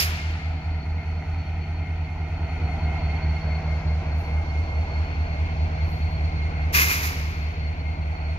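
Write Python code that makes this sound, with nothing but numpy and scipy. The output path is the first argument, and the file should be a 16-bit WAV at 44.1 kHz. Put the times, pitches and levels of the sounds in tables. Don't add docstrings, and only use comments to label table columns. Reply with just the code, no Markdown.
import sys
import numpy as np
from scipy import signal
from scipy.fft import rfft, irfft
from scipy.io import wavfile
from scipy.ndimage import uniform_filter1d

SR = 44100
rng = np.random.default_rng(int(sys.argv[2]) if len(sys.argv) > 2 else 0)


def to_wav(sig):
    pcm = np.clip(np.atleast_2d(sig), -1, 1) * 32767
    pcm = np.round(pcm).astype(np.int16)
    wavfile.write(sys.argv[1], SR, pcm.T)


def gain_from_db(level_db):
    decades = np.asarray(level_db, float) / 20
    return 10 ** decades


N = 369558
T = np.arange(N) / SR
HZ = np.maximum(np.arange(N // 2 + 1) * SR / N, 1)
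CYCLE_HZ = 4.8409

# strength in dB, lateness in its branch pipe in ms.
CYLINDERS = [
    [(2.7, -0.0), (4.6, -0.4), (2.6, 0.3), (-2.9, -4.0), (0.7, -2.8), (2.3, -3.1), (-14.4, -3.3),
     (2.5, -4.3), (1.8, 3.0), (5.7, -5.0), (-20.0, 5.0), (-12.4, 2.9), (3.2, -0.4), (1.2, -1.7),
     (8.0, -0.3), (4.3, 0.1)],
    [(0.1, 2.3), (-3.7, -5.0), (0.4, -2.8), (-20.0, -0.3), (-0.8, -4.8), (-11.1, 5.0), (-5.2, 1.0),
     (8.0, 1.7), (-2.5, -0.7), (7.7, 2.2), (0.4, 5.0), (6.0, 1.6), (1.2, 3.6), (-1.0, 1.5), (-4.9, -1.8),
     (-3.6, 1.8)],
]
# time in seconds, lag of the right port behind the left in ms.
TURN = [(0, 0.12), (2, -0.038), (3.2, -0.036), (4.2, 0.15), (5.5, 0.31), (8.38, 0.36)]
# opens in seconds, shuts in seconds, echo level on shutting in dB,
# body level in dB, gain lost afterwards in dB.
BLOWS = [
    (-.3, 0.061, -38.5, 1, 5),
    (6.714, 7.068, -42.5, 1.5, 2.5),
]


def curve(table):
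    s, *columns = np.transpose(table)
    return [np.interp(T, s, c) for c in columns]


def ring(x, hz, width):
    return signal.lfilter(*signal.iirpeak(hz, hz / width, fs=SR), x)


def walk(rate):
    k = int(SR / rate)
    steps = np.repeat(rng.standard_normal(N // k + 1), k)
    return 1.264 * uniform_filter1d(uniform_filter1d(steps, k), k)[:N]


def swell(start, rise, hold, fall_db_s):
    return np.clip((T - start) / rise, 0, 1) ** 1.5 * gain_from_db(-fall_db_s * np.maximum(T - hold, 0))


def ports(common, left, right, lag_ms=0):
    late = np.interp(T - (curve(TURN)[0] + lag_ms) / 1000, T, common[1])
    return np.array([common[0] + left, late + right])


def air(colour, edges_hz, gains, spread, lag_ms=0):
    # frequency in Hz, share of sound common to both from 0 to 1.
    alike = [(100, 1), (400, 0.9), (900, 0.63), (2300, 0.36), (3500, 0.06), (10000, 0.07), (15000, 0.4)]
    hz, *db = np.transpose(colour)
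    tint = gain_from_db(np.array([np.interp(np.log(HZ), np.log(hz), d) for d in db]))
    alike_hz, alike_share = np.transpose(alike)
    share = np.clip(np.interp(np.log(HZ), np.log(alike_hz), alike_share), 0, 1) ** spread
    common, left, right = rfft(rng.standard_normal((3, N)))
    both = tint * common * np.sqrt(share)
    own = tint * np.array([left, right]) * np.sqrt(1 - share)
    place = np.interp(np.log(HZ), np.log(edges_hz), np.arange(len(edges_hz)))
    out = np.zeros((4, N))
    for k, gain in enumerate(gains):
        band = np.cos(np.pi / 2 * np.clip(place - k, -1, 1))
        out += gain * irfft(band * np.vstack([both, own]), N)
    return ports(out[:2], *out[2:], lag_ms)


def strokes(cylinders, scatter_db):
    db, late_ms = np.transpose(cylinders)
    k = np.arange(-64, 16 * 42)
    at = (1 + k / 16 / CYCLE_HZ + late_ms[k % 16] / 1000) * SR
    size = gain_from_db(db[k % 16] + scatter_db * rng.standard_normal(len(k))) * SR / 32 / CYCLE_HZ
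    pulses, whole = np.zeros(N + 2 * SR), at.astype(int)
    np.add.at(pulses, whole, size * (1 - at + whole))
    np.add.at(pulses, whole + 1, size * (at - whole))
    return pulses


def exhaust():
    # frequency in Hz, width in Hz, level in dB.
    stacks = [
        [(48.1, 45.0, -2.2), (85.9, 17.7, 12.6), (120.0, 80.0, -30.0)],
        [(30.0, 45.0, -11.5), (80.4, 16.0, 9.5), (159.4, 18.2, -7.4)],
    ]
    # time in seconds, first stack delay in ms, second stack delay in ms.
    delays = [(0, -30.55, 36.38), (1.2, -30.15, 36.47), (2.1, -29.6, 36.62), (3.0, -29.56, 36.54),
              (4.3, -30.6, 36.36), (5.4, -30.7, 36.13), (6.0, -30.33, 36.4), (7.1, -29.5, 37.1),
              (8.38, -29.6, 37.0)]
    # time in seconds, first stack in dB, both stacks' upper resonance in dB.
    shade = [(0, 0, 4), (1.8, 2, 6), (3.0, -1.5, 4), (3.6, -4, 7), (4.75, -1.5, -3), (5.7, -0.5, 3.5),
             (7.8, -2, 2), (8.38, -2, 2.2)]
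    # time in seconds, strength from 0 to 1.
    boom_strength = [(0, .9), (1.2, .85), (1.8, .5), (2.4, 0), (8.38, 0)]
    boom_ms, boom_hz, boom_width = 49.1, 76, 7
    first_db, upper_db = curve(shade)
    stack_db = [-25.5 + first_db, -21.5]
    out = 0
    for cylinders, stack, delay_ms, db in zip(CYLINDERS, stacks, curve(delays), stack_db):
        pulses = strokes(cylinders, scatter_db=0.79)
        clock = np.arange(len(pulses))
        sent = (1 + T - delay_ms / 1000) * SR
        rings = [gain_from_db(d) * ring(ring(pulses, hz, w), hz, w) for hz, w, d in stack]
        low, main, upper = (np.interp(sent, clock, r) for r in rings)
        out = out + gain_from_db(db) * (low - main + gain_from_db(upper_db) * upper)
        boom = ring(rings[0] - rings[1], boom_hz, boom_width)
        back = np.interp(sent - boom_ms / 1000 * SR, clock, boom)
        out = out + gain_from_db(db) * curve(boom_strength)[0] * back
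    skew = (curve(TURN)[0] + 0.04) / 2000
    pair = np.array([np.interp(T + skew, T, out), np.interp(T - skew, T, out)])
    return pair * gain_from_db(np.array([[-.35], [.35]]))


def block(load_db):
    # frequency in Hz, width in Hz, level in dB.
    modes = [(290, 110, -59), (473.6, 11, -62), (641, 24, -60), (746, 67, -61), (962, 120, -60)]
    # frequency in Hz, rms level in dB.
    shafts = [(188.8, -55), (193.6, -54.5), (232.4, -59), (271.1, -54.5), (457.6, -56), (620, -61.5),
              (660, -64), (705, -68), (737.5, -59.5), (3209, -87), (5502, -82), (6008, -79.5)]
    decay = np.exp(-1 / (.005 * SR))
    burst = signal.lfilter([1], [1, -decay], strokes(CYLINDERS[1], scatter_db=1.2))[SR:SR + N]
    shake = burst / burst.std() * rng.standard_normal((2, N))
    knock = 0
    for hz, width, db in modes:
        knock = knock + gain_from_db(db) * np.sqrt(SR / width) * ring(ring(shake, hz, width), hz, 4 * width)
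    tones = 0
    for hz, db in shafts:
        sway_db = 2.5 * walk(3.31)
        tones = tones + gain_from_db(db + sway_db) * np.sqrt(2) * np.sin(2 * np.pi * (hz * T + rng.random()))
    return gain_from_db(load_db) * ports([knock[0] + tones] * 2, 0.13 * knock[1], -.4 * knock[1])


def roar():
    # frequency in Hz, left in dB per Hz, right in dB per Hz.
    colour = [(30, -8.5, -8), (114, 2.5, -7.5), (253, -4, -3.5), (447, -8, -8.5), (638, 1, 4.5),
              (1068, -8, -8), (1900, -12, -8.5), (2340, -4.5, -9), (3053, -14, -26.5), (4250, -37.5, -23.5),
              (6120, -52.5, -28.5), (8800, -63, -46.5), (9360, -63, -40), (12900, -60, -50.5)]
    # time in seconds, level in dB.
    louvres = [(0, 0.5), (2.3, 4), (3.9, -1), (5.6, 1), (6.9, 2.5), (8.38, 2)]
    open_db = curve(louvres)[0]
    centres = 60 * 2 ** np.arange(0, 8.1, .8)
    breath = np.cos(2 * np.pi * (CYCLE_HZ * T - .25))
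    gains = []
    for hz in centres:
        if hz < 2000:
            tilt_db = 0
        elif hz < 3500:
            tilt_db = open_db
        else:
            tilt_db = 3 - .3 * open_db + 1
        if hz > 8000:
            tilt_db = tilt_db + 2.6 * breath + 0.66 * open_db - 3.5
        flicker_db = .6 * walk(2.5) + 0.83 * walk(12)
        gains.append(gain_from_db(-43 + tilt_db + flicker_db + 18))
    return air(colour, centres, gains, spread=0.99)


def ground(x):
    # time in seconds, extra path in ms, strength from 0 to 1.
    bounce = [(0, 1.8, .4), (.6, 1.8, .62), (2.4, 1.78, .62), (3.1, 1.74, .55), (3.6, 1.66, .3),
              (5, 1.66, .28), (8.38, 1.7, .3)]
    ms, strength = curve(bounce)
    dull = signal.filtfilt(*signal.butter(2, 2000, fs=SR), x)
    return x - np.clip(strength, 0, 1) * np.array([np.interp(T - ms / 1000, T, c) for c in dull])


def whine(hz, table, width, steady, throb_db, throb_at, fade_db, sway_db):
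    db = curve(table)[0] + fade_db * walk(3.5)
    pan_db = sway_db * walk(3)
    rough = ring(ring(rng.standard_normal((3, N)), hz, width), hz, width)
    rough = rough / rough.std()
    drifting_hz = hz + 2.5 * walk(6)
    tone = steady * np.sin(2 * np.pi * np.cumsum(drifting_hz) / SR) + 0.64 * rough[0]
    throb = throb_db * np.cos(2 * np.pi * (CYCLE_HZ * T - throb_at))
    gain = gain_from_db(db + throb + np.array([pan_db, -pan_db]) / 2)
    return gain_from_db(4.0) * ports(gain * tone, *(gain * rough[1:]))


def gear():
    # time in seconds, level in dB.
    level = [(0, -48), (.7, -52.5), (2.2, -51.5), (2.8, -48), (3.4, -49), (4.1, -58), (4.5, -50.5),
             (5.6, -55.5), (6.1, -54), (6.8, -50), (7.301, -53), (8.38, -53.5)]
    return whine(2135, level, width=24, steady=0.41, throb_db=2.5, throb_at=0.11, fade_db=-0.4, sway_db=4.5)


def blower():
    # time in seconds, level in dB.
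    level = [(0, -57.5), (1.0, -56.5), (1.6, -57), (3.3, -59), (4.8, -62.5), (6.5, -57), (7.0, -62.5),
             (7.6, -58), (8.38, -58.5)]
    return whine(4361, level, width=50, steady=0.78, throb_db=0.8, throb_at=0.8, fade_db=-1.4, sway_db=4)


def near_valve():
    # frequency in Hz, left in dB per Hz, right in dB per Hz.
    jets = [
        [(120, -10, -12), (255.6, -16, -16), (450, -15.5, -17.5), (715, -20, -16), (1060, -16, -10), (1770, -4.5, -6), (2370, -3, -7), (3020, -8.5, -22), (5060, -20, -8), (6460, -22, -12.5), (7920, -33.5, -15), (9540, -27.5, -15.5), (13000, -31, -7), (16400, -41, -25)],
        [(120, -8, -20), (250, -13, -11), (450, -14, -13.5), (690, -19, -28), (1020, -8.5, -6), (1730, -6.5, -11), (2250, 0, 0), (3080, -13, -23), (4860, -18.5, -7.5), (5970, -22.5, -7.5), (8460, -40, -20.5), (9360, -32.5, -19.5), (13300, -28.5, -9), (16300, -34, -20.5)],
    ]
    # start in seconds, level in dB, fall in dB per second.
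    spurt_sets = [
        [(-0.041, -24, 269.5)],
        [(6.721, -26, 66), (6.88, -32.5, 141), (7.005, -36, 260)],
    ]
    # frequency in Hz, width in Hz, boost in dB.
    hollow_sets = [
        [(2000, 300, 1.5), (2650, 300, 0), (4900, 450, 13)],
        [(1680, 150, 4), (2085, 90, 9), (2480, 150, 6), (2750, 110, 0), (12800, 500, 1.5)],
    ]
    # level in dB, fall in dB per second.
    yard = [
        (10.5, 29.5),
        (3, 48.5),
        (-6, 100),
    ]
    rise_s, hold_s, sizzle_db = 0.03, 0.017, 4.5
    edges_hz, trims = [2200, 5500, 11000], gain_from_db(np.array([-4, 0, -.5]))
    lags_ms = .16, -.05
    out = 0
    for colour, blow, spurts, hollows, lag_ms in zip(jets, BLOWS, spurt_sets, hollow_sets, lags_ms):
        opens, shuts, echo_db, body_db, _ = blow
        power = 0
        for s, db, fall in spurts:
            power = power + (gain_from_db(db) * swell(s, rise_s, s + rise_s + hold_s, fall)) ** 2
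        flow = np.sqrt(power)
        sputter = gain_from_db(1.3 * walk(45) + 21.5)
        gains = [sputter * trim * gain_from_db(db) * flow for db, trim in zip([body_db, 0, sizzle_db], trims)]
        jet = air(colour, edges_hz, gains, spread=.14, lag_ms=lag_ms)
        echoes = [gain_from_db(echo_db + db) * swell(opens, 0.17, shuts, fall) for db, fall in yard]
        echo_gains = [gain_from_db(21) * trim * echo for echo, trim in zip(echoes, trims)]
        echo = air(colour, edges_hz, echo_gains, spread=.45, lag_ms=lag_ms)
        singing = (flow / flow.max()) ** .7 * gain_from_db(0) * np.array([[1], [1]])
        singing = singing * gain_from_db(np.array([[.7], [-.7]]))
        out = out + jet + echo + singing * sum(gain_from_db(boost) * ring(jet, hz, w) for hz, w, boost in hollows)
    return out


def far_valves():
    # start in seconds, rise in seconds, fall in seconds, centre in Hz, level in dB.
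    puffs = [
        (.307, 0.0044, .005, 13840, -57),
        (4.13, 0.06, .07, 13100, -66),
        (4.13, .07, 0.13, 10000, -68.5),
        (5.78, .13, 0.11, 12400, -63.5),
        (6.09, .03, .03, 10900, -69.5),
    ]
    out = 0
    for start, rise, fall, hz, db in puffs:
        shape = np.clip((T - start) / rise, 0, 1) ** 2 * np.exp(-np.maximum(T - start - rise, 0) / fall)
        width = 0.41 * hz
        hush = ring(ring(rng.standard_normal((2, N)), hz, width), hz, width)
        out = out + gain_from_db(db + np.array([[-9], [3]])) * shape * hush * 3
    return out


def ticks():
    # time in seconds, peak in dB, pitch in Hz.
    taps = [
        (0.8624, -36.5, 2130),
        (0.9822, -35, 2140),
        (1.1019, -35, 2130),
        (1.2246, -32.5, 2050),
        (1.3464, -37, 2200),
        (1.5798, -41, 2090),
        (3.3662, -38, 2130),
    ]
    out = np.zeros(N)
    for s, db, hz in taps:
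        age = np.maximum(T - s, 0)
        out += gain_from_db(db) * np.exp(-age / 0.0034) * np.sin(2 * np.pi * hz * age)
    return gain_from_db(4.5) * out * gain_from_db(np.array([[-3], [2]]))


def scene():
    engine = exhaust() + ground(block(load_db=-0.63) + roar())
    return engine + gear() + blower() + near_valve() + far_valves() + ticks()


def top_cut(x):
    return signal.sosfilt(signal.butter(12, 16010, fs=SR, output="sos"), x)


def record(dry):
    sink_s, hold_s, return_s = 0.34, 2.41, 0.75
    times = [0, sink_s, hold_s, hold_s + return_s]
    lost_db = sum(db * np.interp(T - opens, times, [0, 1, 1, 0]) for opens, *_, db in BLOWS)
    heard = dry * gain_from_db(-lost_db)
    hiss = signal.sosfilt(signal.butter(4, 9000, "high", fs=SR, output="sos"), rng.standard_normal(N))
    heard = heard + gain_from_db(-77) * hiss
    heard = signal.sosfilt(signal.butter(6, 34, "high", fs=SR, output="sos"), heard)
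    dead_hz, dead_width = 8050, 800
    heard = heard - ring(heard, dead_hz, dead_width)
    heard = heard - ring(heard, dead_hz + 200, dead_width / 2)
    heard = signal.sosfilt(signal.ellip(10, .5, 70, 15720, fs=SR, output="sos"), heard)
    return top_cut(heard)


dry = scene()
out = record(dry)
to_wav(out)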